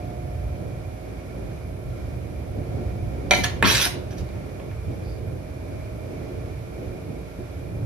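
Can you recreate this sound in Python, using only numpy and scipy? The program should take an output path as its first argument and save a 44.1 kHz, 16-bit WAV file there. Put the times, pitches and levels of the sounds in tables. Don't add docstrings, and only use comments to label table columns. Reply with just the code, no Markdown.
import sys
import numpy as np
from scipy import signal
from scipy.fft import rfft, irfft, next_fast_len
from scipy.io import wavfile
from scipy.ndimage import uniform_filter1d, map_coordinates

SR = 44100
rng = np.random.default_rng(int(sys.argv[2]) if len(sys.argv) > 2 else 0)


def file_out(sig):
    cols = np.atleast_2d(sig).T
    lim = np.clip(cols, -1, 1)
    pcm = np.round(lim * 32767).astype(np.int16)
    wavfile.write(sys.argv[1], SR, pcm)


N = 346273
TIME = np.arange(N) / SR
FFT_SIZE = 2 * next_fast_len(N // 2 + 1)
FREQ = np.maximum(np.fft.rfftfreq(FFT_SIZE, 1 / SR), 1)

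# f/Hz, level/dB
AIR_SPECTRUM = [(20, -33), (38, -14.5), (60, -6.5), (115, -3.5), (150, -12.5), (230, -16), (400, -17.5),
                (600, -20.5), (700, -26.5), (900, -31.5), (1900, -38), (3000, -44), (6000, -47.5),
                (12000, -68)]
# f/Hz, width/Hz, lift/dB
DUCT_RESONANCES = [(59.3, 9.8, 4.5), (84, 7.7, -1), (84.2, 10, 4), (139, 14, 3), (173.4, 7.3, 6.5),
                   (286.8, 7.2, 5), (353, 59, 4), (483, 21, -2.5), (542, 23, 5), (768, 120, 2.5),
                   (1372, 19, 9.5), (2208, 75, 10.5), (2390, 85, 13.5)]
# f/Hz, share of power/0-1
AIR_COHERENCE = [(60, 1), (130, 0.79), (300, 0.41), (700, 0.23), (2000, 0.04), (8000, 0.17)]
# t/s, level/dB
FLOW_DRIFT = [(0, -33), (.7, -29), (1.2, -40), (1.5, -31.5), (2.3, -33), (3.05, -28), (3.8, -31),
              (4.5, -36.5), (5.1, -31.5), (6.1, -34), (6.8, -36), (7.45, -37), (7.78, -27)]
# t/s, rumble lift/dB, drone lift/dB
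LOW_THUMPS = [(.45, 4, 3), (1.88, 8.5, -3.5), (2.15, 5, 1.5), (2.59, 5.5, 4), (4.23, 9.5, 4),
              (4.72, 3.5, -2), (4.91, 4, 3.5), (5.28, -0.5, 1.5), (5.64, -2, 2.5), (6.5, -2, 3),
              (7.1, 5.5, 7.5), (7.41, 6.5, 6)]
# f/Hz, starting level/dB, drift/(dB/s)
FAN_TONES = [(60.5, -42, 0), (120, -50, 0), (277, -52, 0), (361, -52, 0), (446, -55, .6), (480, -57, 0),
             (599.3, -48.5, -.3), (630.5, -49, -.2), (654, -58, 0), (716.5, -48, -1.3), (738, -53, -.9)]
# f/Hz, mid level/dB, side level/dB
HIGH_HISS_SPECTRUM = [(2000, 2, -4.5), (5800, -11, -8), (7800, -10.5, 2.5), (9670, -1.5, 0.5),
                      (10800, 1.5, -22), (12000, 1.5, -48)]
# t/s, level/dB, contact time/ms, easel level/dB, flatness/0-1 (0 is the tip)
CONTACTS = [(3.3096, -1.5, 0.021, 1.5, 0), (3.3148, 3.5, 0.13, 1.5, 0.057), (3.3245, -7, 0.072, -11, 0),
            (3.3351, -6, 0.054, -2, 0.13), (3.355, -7, 0.084, -2, 0.18), (3.382, -26.5, 2, -5, 1),
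            (3.4448, -19, 0.023, 6, 0.025), (3.449, -16.5, .08, 6, 0.47), (3.6258, 0, 0.058, -16, 0.98),
            (3.631, -5.5, 0.33, -8, 1), (3.641, -14.5, 0.83, -8, 1), (3.713, -9, 0.051, -10, 0.8),
            (3.846, -24, .04, -2, 0.41), (3.862, -12.5, 0.26, 8.5, 0.95), (4.2895, -26, 0.17, -17, 0.26),
            (4.356, -30.5, 0.13, -13, 1), (4.5988, -27, 0.12, -1, 0.79), (4.713, -29, 0.19, -1, 1)]
# f/Hz, tip-struck level/dB, flat-struck level/dB, t60/s
BLADE_MODES = [(902, -29, -3, 0.099), (1100, -23, -4, 0.066), (1772, -11, -0.5, 0.038),
               (2076, -4, 0.5, .07), (2315, -3.5, -18, 0.082), (2530, -13, 0, 0.05), (2960, -7, -8, 0.058),
               (2950, -7, -20, 0.17), (3300, -14, -19, 0.054), (3770, -11, -15, .05), (4090, -7, -22, 0.17),
               (4310, -4, -12, .06), (4580, -12, -22, 0.05), (5860, -10, -25, 0.04)]
# f/Hz, level/dB, t60/s
EASEL_MODES = [(497, -14, .14), (620, -7, .07), (718, 1, .1), (765, -5, .06), (955, -5, .08),
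               (1373, -11, .08)]
# f/Hz, level/dB, t60/s
CANVAS_MODES = [(95, -9, .45), (135, -12, .2), (197, 0, .24), (272, -3, .25), (372, -6, .14)]
# f/Hz, tip-struck level/dB, flat-struck level/dB
CRACK_SPECTRUM = [(200, 1.5, -3.5), (360, -9, -4), (525, 7, -3), (710, 9.5, -6), (1120, -3, 4),
                  (1480, -1, -4), (1800, -5, 5), (2330, 11, 2), (2730, -9, 3), (3060, 2.5, 0),
                  (4400, 3.5, -7), (5200, -16, -12), (5900, 1, -20), (8200, -11, -6), (10400, -3.5, -7),
                  (15000, -22, -25)]
# t/s, length/s, pressing level/dB, sliding level/dB, fade/(dB/s)
DRAGS = [(3.33, 0.11, -30, -26, 150), (3.432, 0.013, -40, -27.5, 0), (3.439, 0.0067, -30, -28.5, -0.5),
         (3.637, 0.22, -23, -19, 9.5), (4.103, 0.028, -52, -47, 0), (4.167, 0.034, -69, -46.5, -5)]
# f/Hz, width/Hz, lift/dB
PRESSED_RESONANCES = [(1620, 40, 0), (1775, 53, 1), (2090, 40, 12), (2296, 36, 7), (2440, 47, 6),
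                      (2930, 91, 4.5), (3870, 180, 5), (4410, 90, 4.5), (5320, 160, 6.5), (5790, 160, 7),
                      (6370, 160, 3.5)]
# f/Hz, level/dB
RASP_SPECTRUM = [(50, -32), (120, 1), (190, -2), (300, 1), (450, 4), (650, 1.5), (1050, 3.5), (1400, 0.5),
                 (1800, 7.5), (2200, -10), (2700, 1.5), (4000, -2.5), (7000, -48), (14000, -52)]
# f/Hz, level/dB
SLIDE_SPECTRUM = [(600, -40), (1500, -3), (2500, 1), (4000, 2.5), (5500, .5), (6500, 0), (7500, -7.5),
                  (8400, -6.5), (9600, -2), (12000, -4.5), (14200, -12.5), (15000, -53)]
# t/s, half length/s, f/Hz, width/Hz, level/dB
GRIPS = [(3.682, 0.02, 5300, 120, -32.5), (3.743, .01, 3420, 260, -28), (3.748, .025, 7600, 1100, -30),
         (3.797, 0.015, 3890, 180, -26), (3.841, 0.011, 5040, 159, -26), (3.857, 0.0093, 1510, 350, -30),
         (5.10, 0.042, 4750, 900, -55.5)]
# f/Hz, t60/s, level/dB
ROOM_BANDS = [(150, 0.29, -1.5), (596, 0.64, 0.2), (2010, 0.4, 1.9), (5030, 0.33, -2.5), (12000, 0.21, -1)]
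# f/Hz, right over left/dB, left lag/rad
PORT_RESPONSE = [(300, -0.5, 0), (1500, 1, -0.15), (3500, 2, 1.26), (5560, 6, 1), (7700, 1, 3),
                 (11000, 0, 1.8)]


def undb(db):
    return 10 ** (np.asarray(db) / 20)


def unit(x):
    return x / np.sqrt(np.mean(x ** 2))


def curve(table, column=1, hz=FREQ):
    columns = np.transpose(table)
    return np.interp(np.log(hz), np.log(columns[0]), columns[column])


def bells_db(resonances):
    return sum(db / (1 + (2 * (FREQ - hz) / width) ** 2) for hz, width, db in resonances)


def filtered(x, gain):
    return irfft(rfft(x, FFT_SIZE) * gain)[..., :N]


def lowpass(x, hz):
    return filtered(x, 1 / (1 + (FREQ / hz) ** 6))


def causal(gain):
    cepstrum = irfft(np.log(gain))
    half = len(cepstrum) // 2
    return np.exp(rfft(np.r_[cepstrum[0], 2 * cepstrum[1:half], np.zeros(half)]))


def wander(rate_hz):
    hold = int(SR / rate_hz)
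    steps = np.repeat(rng.standard_normal(N // hold + 1), hold)
    return unit(uniform_filter1d(uniform_filter1d(steps, hold), hold)[:N])


def add(track, start_s, sound):
    i = int(start_s * SR)
    track[i:i + len(sound)] += sound[:N - i]


def thumps_db(column, half_length_s=0.023):
    return sum(row[column] * np.exp(-.5 * ((TIME - row[0]) / half_length_s) ** 2) for row in LOW_THUMPS)


def duct_air(rumble_db, rush_db):
    colour = undb(curve(AIR_SPECTRUM) + bells_db(DUCT_RESONANCES))
    coherence = curve(AIR_COHERENCE)
    shared = filtered(rng.standard_normal(N), colour * np.sqrt(coherence))
    apart = filtered(rng.standard_normal((2, N)), colour * np.sqrt(1 - coherence))
    air = shared + apart
    low = lowpass(air, hz=155.6)
    flow_db = np.interp(TIME, *np.transpose(FLOW_DRIFT))
    rumble = unit(low) * undb(rumble_db + flow_db + thumps_db(1) + 1.05 * wander(rate_hz=12))
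    upper = unit(air - low)
    drone = lowpass(upper, hz=780)
    drone_db = thumps_db(2) + 0.27 * (flow_db - flow_db.mean()) + 2.0 * wander(rate_hz=14)
    flutter_db = 0.74 * wander(rate_hz=6.8)
    rush = (upper - drone + drone * undb(drone_db)) * undb(rush_db + flutter_db)
    return rumble + rush


def fan_hum(level_db, wander_db, waver_rad):
    hum = np.zeros(N)
    for hz, db, drift in FAN_TONES:
        gain = undb(level_db + db + drift * TIME + wander_db * wander(rate_hz=2.487))
        phase = 2 * np.pi * hz * TIME + waver_rad * wander(rate_hz=2.023)
        hum += gain * np.sqrt(2) * np.sin(phase)
    return hum


def ventilation(lag_ms, pan_db):
    left, right = duct_air(rumble_db=-1, rush_db=-38) + fan_hum(level_db=-3.5, wander_db=3, waver_rad=0.92)
    delay = np.exp(-2j * np.pi * FREQ * lag_ms / 1000)
    return np.array([filtered(left, delay) * undb(-pan_db / 2), right * undb(pan_db / 2)])


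def high_hiss(level_db, top_hz):
    mid = filtered(rng.standard_normal(N), undb(curve(HIGH_HISS_SPECTRUM, 1)) * (FREQ < top_hz))
    side = filtered(rng.standard_normal(N), undb(curve(HIGH_HISS_SPECTRUM, 2)) * (FREQ < top_hz))
    return undb(level_db) * unit(np.array([mid + side, mid - side]))


def ring(modes, t):
    return sum((-1) ** k * undb(db) * np.sin(2 * np.pi * hz * t) * undb(-60 * t / t60)
               for k, (hz, db, t60) in enumerate(modes))


def knife_taps(blade_db, easel_db, thud_db, crack_db, crack_s):
    firm_contact_ms, thud_db_per_doubling = 0.13, 10.5
    t = TIME[:SR // 2]
    bodies, tip_cracks, flat_cracks = np.zeros((3, N))
    for start_s, db, contact_ms, wood_db, flat in CONTACTS:
        softness = np.log2(contact_ms / firm_contact_ms)
        cushion = np.exp(-t[:SR // 100] * 1000 / contact_ms)
        cushion /= cushion.sum()
        tunings = 1 + .008 * rng.standard_normal(len(BLADE_MODES))
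        modes = [(hz * tuning, (1 - flat) * tip_db + flat * flat_db, t60)
                 for tuning, (hz, tip_db, flat_db, t60) in zip(tunings, BLADE_MODES)]
        blade = undb(blade_db) * ring(modes, t)
        easel = undb(easel_db + wood_db) * ring(EASEL_MODES, t)
        canvas = undb(thud_db + thud_db_per_doubling * softness) * ring(CANVAS_MODES, t)
        add(bodies, start_s, undb(db) * signal.fftconvolve(blade + easel + canvas, cushion))
        burst = rng.standard_normal(len(t)) * np.exp(-t / crack_s)
        crack = undb(db + crack_db) * signal.fftconvolve(burst, cushion)
        add(tip_cracks, start_s, (1 - flat) * crack)
        add(flat_cracks, start_s, flat * crack)
    tip_colour = causal(undb(curve(CRACK_SPECTRUM, 1)))
    flat_colour = causal(undb(curve(CRACK_SPECTRUM, 2)))
    return bodies + filtered(tip_cracks, tip_colour) + filtered(flat_cracks, flat_colour)


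def hand_envelopes():
    bite_s, slow_start_db, speed_up_share = 0.0051, -13, 0.18
    ease_db_per_s, press_release_db_per_s, slide_release_db_per_s = 35, 362, 750
    press, slide = np.zeros((2, N))
    t = TIME[:SR]
    for start_s, length_s, press_db, slide_db, fade in DRAGS:
        held_s, lifted_s = np.minimum(t, length_s), np.maximum(t - length_s, 0)
        contact = np.minimum(t / bite_s, 1) * undb(-fade * held_s)
        ease_db = -ease_db_per_s * held_s
        speed_db = slow_start_db * np.maximum(1 - t / (speed_up_share * length_s), 0)
        add(press, start_s, contact * undb(press_db + ease_db - press_release_db_per_s * lifted_s))
        add(slide, start_s, contact * undb(slide_db + speed_db - slide_release_db_per_s * lifted_s))
    return press, slide


def slips(spectrum, per_second, spread_db):
    happens = rng.random(N) < per_second / SR
    sizes = rng.standard_normal(N) * undb(spread_db * np.minimum(rng.exponential(size=N), 3))
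    colour = undb(curve(spectrum) + bells_db(PRESSED_RESONANCES))
    return unit(filtered(happens * sizes, colour))


def blade_flex(x, bend, rate_hz):
    position = np.cumsum(1 + bend * wander(rate_hz))
    return map_coordinates(x, [position], order=3, mode="mirror")


def travelling_contact(x, depth_db, rate_hz, bands):
    centres_hz = np.geomspace(900, 9000, bands)
    return sum(filtered(x, curve(np.c_[centres_hz, band])) * undb(depth_db * wander(rate_hz))
               for band in np.eye(bands))


def knife_scrape(ridges_db, hiss_db, chatter_db):
    press, slide = hand_envelopes()
    rasp = slips(RASP_SPECTRUM, per_second=2400, spread_db=2)
    hiss = slips(SLIDE_SPECTRUM, per_second=3400, spread_db=1.8)
    hiss = blade_flex(hiss, bend=.012, rate_hz=16)
    ridges = undb(ridges_db * wander(rate_hz=70))
    edge = ridges * press * rasp + undb(hiss_db) * slide * hiss
    edge = travelling_contact(edge, depth_db=3.3, rate_hz=55, bands=20)
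    return edge * undb(chatter_db * wander(rate_hz=180))


def paint_squeaks():
    noise = rng.standard_normal(N)
    squeaks = np.zeros(N)
    for peak_s, half_length_s, hz, width, db in GRIPS:
        whistle = unit(filtered(noise, 1 / (1 + (2 * (FREQ - hz) / width) ** 2)))
        envelope = np.exp(-.5 * ((TIME - peak_s) / half_length_s) ** 2)
        squeaks += undb(db) * envelope * whistle
    return squeaks


def room_echo(x, wet_db, gap_s, early_boost, early_s):
    t = TIME[:SR // 2]
    hz = np.maximum(np.fft.rfftfreq(len(t), 1 / SR), 1)
    noise = rfft(rng.standard_normal((2, len(t))))
    centres_hz, decays_s, _ = np.transpose(ROOM_BANDS)
    tails = np.zeros((2, len(t)))
    for band, t60 in zip(np.eye(len(ROOM_BANDS)), decays_s):
        share = curve(np.c_[centres_hz, band], hz=hz)
        tails += irfft(noise * share, len(t)) * undb(-60 * t / t60)
    onset = np.clip(t / gap_s - 1, 0, 1)
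    tails *= onset * (1 + early_boost * np.exp(-t / early_s))
    colour = undb(curve(ROOM_BANDS, 2, hz))
    for port, spectrum in enumerate(rfft(tails)):
        smoothed = np.sqrt(uniform_filter1d(abs(spectrum) ** 2, size=90))
        tails[port] = irfft(spectrum * causal(colour / smoothed))
    tails /= np.linalg.norm(tails, axis=1, keepdims=True)
    return undb(wet_db) * signal.fftconvolve(x[None], tails, axes=1)[:, :N]


def at_ports(direct, echoes):
    pan_db, lag_rad = curve(PORT_RESPONSE, 1), curve(PORT_RESPONSE, 2)
    left = filtered(direct, np.exp(-1j * lag_rad))
    pair = np.array([left, direct]) + echoes
    return filtered(pair, undb(np.array([-pan_db, pan_db]) / 2))


def scene():
    knife = knife_taps(blade_db=-12.5, easel_db=-19.5, thud_db=-27, crack_db=4, crack_s=0.0013)
    knife += knife_scrape(ridges_db=2, hiss_db=-2, chatter_db=1.1)
    knife += paint_squeaks()
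    echoes = room_echo(knife, wet_db=-1.5, gap_s=0.00046, early_boost=3.6, early_s=0.0024)
    bed = ventilation(lag_ms=.37, pan_db=3) + high_hiss(level_db=-59, top_hz=12500)
    return bed + undb(-3) * at_ports(knife, echoes)


def record(dry):
    low_cut = signal.butter(2, 35, "high", fs=SR, output="sos")
    high_cut = signal.ellip(8, .2, 90, 15400, fs=SR, output="sos")
    clipped = np.clip(signal.sosfilt(low_cut, dry), -1, 1)
    return signal.sosfilt(high_cut, clipped)


dry = scene()
out = record(dry)
file_out(out)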